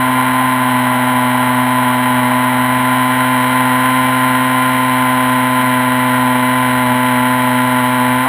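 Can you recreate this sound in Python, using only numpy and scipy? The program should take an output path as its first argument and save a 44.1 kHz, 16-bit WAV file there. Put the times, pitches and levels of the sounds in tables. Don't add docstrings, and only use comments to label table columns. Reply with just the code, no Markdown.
import sys
import numpy as np
from scipy import signal
from scipy.fft import rfft, irfft
from scipy.io import wavfile
from scipy.ndimage import uniform_filter1d

SR = 44100
rng = np.random.default_rng(int(sys.argv[2]) if len(sys.argv) > 2 else 0)


def digitize_waveform(pressure):
    field = np.atleast_2d(pressure).T
    bounded = np.clip(field, -1, 1)
    quanta = np.round(bounded * 32767).astype(np.int16)
    wavfile.write(sys.argv[1], SR, quanta)


def gain_from_decibels(decibels):
    exponent = np.asarray(decibels, float) / 20
    return 10 ** exponent


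N = 365148

# (time [s], shaft speed [turns/s])
SHAFT_SPEED = [(0.0, 127.6), (0.4, 127.9), (0.9, 125.6), (1.6, 125.7), (2.2, 125.3), (2.7, 126.4),
               (3.15, 127.3), (3.6, 126.9), (3.95, 127.8), (4.7, 128.1), (5.3, 127.1), (6.1, 126.3),
               (7.0, 125.7), (8.1, 125.7)]
# (time [s], swing before decay, positive first goes up [Hz])
SPEED_JOLTS = [(1.02, 0.8), (1.62, 0.3), (1.86, -0.4), (3.31, -0.4), (3.6, -0.4), (6.33, -0.5), (6.44, 0.5),
               (6.55, 1.0), (6.69, 1.4), (6.8, -1.1), (7.07, -0.9), (7.96, -1.1)]
# (multiple of shaft speed [1],
# relative level [dB], level gained with speed as the line nears a resonance [dB/Hz], waver [dB], shake depth [0-1])
SHAFT_LINES = [(1, -9, -0.4, 0.7, 0.02), (2, -1, -0.5, 0.4, 0.02), (3, -23, -0.2, 0.5, 0.16),
               (4, -16.5, -0.3, 0.5, 0.08), (5, -10.5, -1, 0.43, 0.05), (6, -18, 1, 1.5, 0.07),
               (7, -9, -0.6, 1, 0.28), (8, -3, 0.86, 0.5, 0.02), (9, -22.5, -3, 2, 0.4),
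               (11, -16.5, 1, 1.5, 0.24), (12, -24.5, 1, 3, 0.3), (16, -22.5, 2.5, 3, 0.1),
               (1.5, -38.5, 0.5, -1, 0), (3.5, -45, -4, 6, .1), (5.5, -41.5, -8, 6, 0.2),
               (6.5, -23.5, -3, 1, 0)]
# (centre [Hz], nominal width [Hz], relative level [dB])
AIRFRAME_MODES = [(220, 200, -23), (490, 73, -12), (672, 45, -6), (806, 99, -2), (1024, 174, 0)]
# (place in the turn [0-1], timing scatter [ms], size scatter before rebound [dB],
# rattle decay [turns], rattle level against the blows [dB])
KNOCK_PAIR = [(.38, .15, 0.57, 1, -4.5), (.78, .22, 2, 0.35, -2.5)]
# (centre [Hz], nominal width [Hz], firing knock level [dB], port knock level [dB])
CASE_MODES = [(908, 375, -8.5, -5), (1421, 110, -5, 0), (1569, 166, -17.5, 0), (1991, 302, 0.5, -3),
              (2356, 98, -5, -4), (2513, 780, -17.5, -13.5), (3043, 322, -10, -9), (3283, 264, -11.5, -9),
              (3907, 500, -13, -29), (5270, 1170, -21, -19)]
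# (frequency [Hz], relative density [dB per Hz])
WIND_SPECTRUM = [(20, -14), (45, -10), (100, -4), (300, -18), (600, -15.5), (1000, -32)]
# (centre [Hz], nominal width [Hz], level [dB])
BUFFET_MODES = [(76, 8.8, -47), (115, 7.2, -48), (234.5, 24, -36)]
# (centre [Hz], nominal width [Hz], level [dB])
CUT_LEAKS = [(4525, 650, -10.5), (5200, 330, -14), (5710, 470, -12.5)]


def level(x, db):
    return x * gain_from_decibels(db) / np.sqrt(np.mean(x ** 2))


def ring(x, hz, width):
    return signal.lfilter(*signal.iirpeak(hz, hz / width, fs=SR), x)


def ring_twice(x, hz, width):
    return ring(ring(x, hz, width), hz, width)


def walk(rate):
    hold = int(SR / rate)
    steps = np.repeat(rng.standard_normal(N // hold + 1), hold)
    return 1.3 * uniform_filter1d(uniform_filter1d(steps, hold), hold)[:N]


def shaft(t):
    hunt_hz, hunt_decay_s = 3, 0.4
    throttle_s, spool_hz, spool_s = 8.28, 5.8, 0.05
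    hunt = 0
    for start, swing_hz in SPEED_JOLTS:
        since = t - start
        decay = np.exp(-np.abs(since) / hunt_decay_s) * (since > 0)
        hunt = hunt + swing_hz * np.sin(2 * np.pi * hunt_hz * since) * decay
    opening = np.exp((t - throttle_s) / spool_s)
    slow = np.interp(t, *np.transpose(SHAFT_SPEED))
    return slow + hunt + spool_hz * opening + 0.15 * walk(12), opening


def hum(hz, turns, fourth_db, halves_db, firing=0.6306, blade=0.4):
    cruise_hz = 126.5
    shake = level(ring(rng.standard_normal(N), 24.5, 5.5), 0)
    speed_change = np.clip(hz - cruise_hz, -2, 2)
    out = 0
    for k, db, slope_db, waver_db, depth in SHAFT_LINES:
        line_db = db + slope_db * speed_change + waver_db * walk(14)
        if k == 4:
            line_db = line_db + fourth_db
        if k in (1.5, 3.5):
            line_db = line_db + halves_db
        place = blade if k in (2, 3) else firing
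        phase = 2 * np.pi * k * (turns - place) + 0.0095 * k * walk(14)
        out = out + gain_from_decibels(line_db) * (1 + depth * shake) * np.cos(phase)
    return level(out, 0)


def firings(turns, late=0.606, gas_db=6.0):
    count = (turns + 1 - late).astype(int)
    excess = signal.lfilter([1], [1, 0.6], rng.standard_normal(N // 200))
    pulses = level(np.diff(count, prepend=count[0]) * excess[count], 0)
    push = pulses + level(rng.standard_normal(N), gas_db)
    modes = sum(gain_from_decibels(db) * ring_twice(push, f, 0.99 * w) for f, w, db in AIRFRAME_MODES)
    return level(modes, 0)


def knocks(turns, between=0.85, rebound=0.27):
    out = 0
    for k, (place, scatter_ms, scatter_db, decay, rattle_db) in enumerate(KNOCK_PAIR):
        since = turns + 1 - place
        chance = rng.standard_normal((N // 200, 2))
        at = np.flatnonzero(np.diff(since.astype(int)))
        moved = (at + scatter_ms * SR / 1000 * chance[:len(at), 0]).astype(int)
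        size_db = scatter_db * signal.lfilter([1], [1, rebound], chance[:len(at), 1])
        blows = np.zeros(N)
        blows[np.clip(moved, 0, N - 1)] = gain_from_decibels(size_db)
        rattle = (np.exp(-(since % 1) / decay) + between) * rng.standard_normal(N)
        burst = level(blows, 0) + level(rattle, rattle_db)
        for j, row in enumerate(CASE_MODES):
            out = out + (-1) ** j * gain_from_decibels(row[2 + k]) * ring_twice(burst, row[0], 1.4 * row[1])
    return level(out, 0)


def wind(db=-45, gust_db=1.2):
    hz, per_hz_db = np.transpose(WIND_SPECTRUM)
    f = np.arange(N // 2 + 1) * SR / N + 1
    shape = gain_from_decibels(np.interp(np.log(f), np.log(hz), per_hz_db, right=-90))
    noise = irfft(rfft(rng.standard_normal(N)) * shape, N)
    rumble = level(noise * gain_from_decibels(gust_db * walk(2.1)), db)
    modes = 0
    for f, w, mode_db in BUFFET_MODES:
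        modes = modes + level(ring(ring(rng.standard_normal(N), f, w), f, 2 * w), mode_db)
    return rumble + modes


def scene():
    t = np.arange(N) / SR
    hz, opening = shaft(t)
    turns = np.cumsum(hz + 0.15 * walk(40)) / SR
    roll_s, roll_length_s = 3.15, 0.21
    rolled = (1 + np.tanh((t - roll_s) / roll_length_s)) / 2

    def ride(start_db, roll_db, throttle_db):
        return start_db + roll_db * rolled + throttle_db * opening

    labour_s, labour_length_s, halves_db, harder_db = 4, 1, 9, 0.8
    labour = np.exp(-((t - labour_s) / labour_length_s) ** 2)
    settle_db_per_s = -0.58
    lines = hum(hz, turns, ride(-4.5, 5.5, 2), halves_db * labour)
    engine = gain_from_decibels(ride(-12.5, 0.53, -2)) * lines
    engine = engine + gain_from_decibels(ride(-20, -0.5, 11) + settle_db_per_s * t) * firings(turns)
    engine = engine + gain_from_decibels(ride(-18, 0.5, -1) + harder_db * labour) * knocks(turns)
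    return (engine + wind())[None]


def low_pass(x):
    return signal.sosfilt(signal.butter(12, 15940, fs=SR, output="sos"), x)


def record(dry):
    hold_hz, cut_hz, top_hz = 12000, 4150, 15300
    x = np.tanh(0.76 * dry) / 0.85
    x = x - 0.45 * ring(x, 3480.0, 330.0)
    steep = signal.ellip(8, 0.5, 50, cut_hz, fs=SR, output="sos")
    cut = signal.sosfilt(steep, x)
    for j, (f, w, db) in enumerate(CUT_LEAKS):
        cut = cut + (-1) ** j * gain_from_decibels(db) * ring_twice(x, f, w)
    slow = signal.resample_poly(cut, hold_hz // 300, SR // 300, axis=1)
    steps = np.repeat(slow, 4, axis=1)
    held = signal.resample_poly(steps, SR // 300, 4 * hold_hz // 300, axis=1)
    top_cut = signal.ellip(16, 0.2, 70, top_hz, fs=SR, output="sos")
    held = signal.sosfilt(top_cut, held)
    return low_pass(held[:, :N])


dry = scene()
out = record(dry)
digitize_waveform(out)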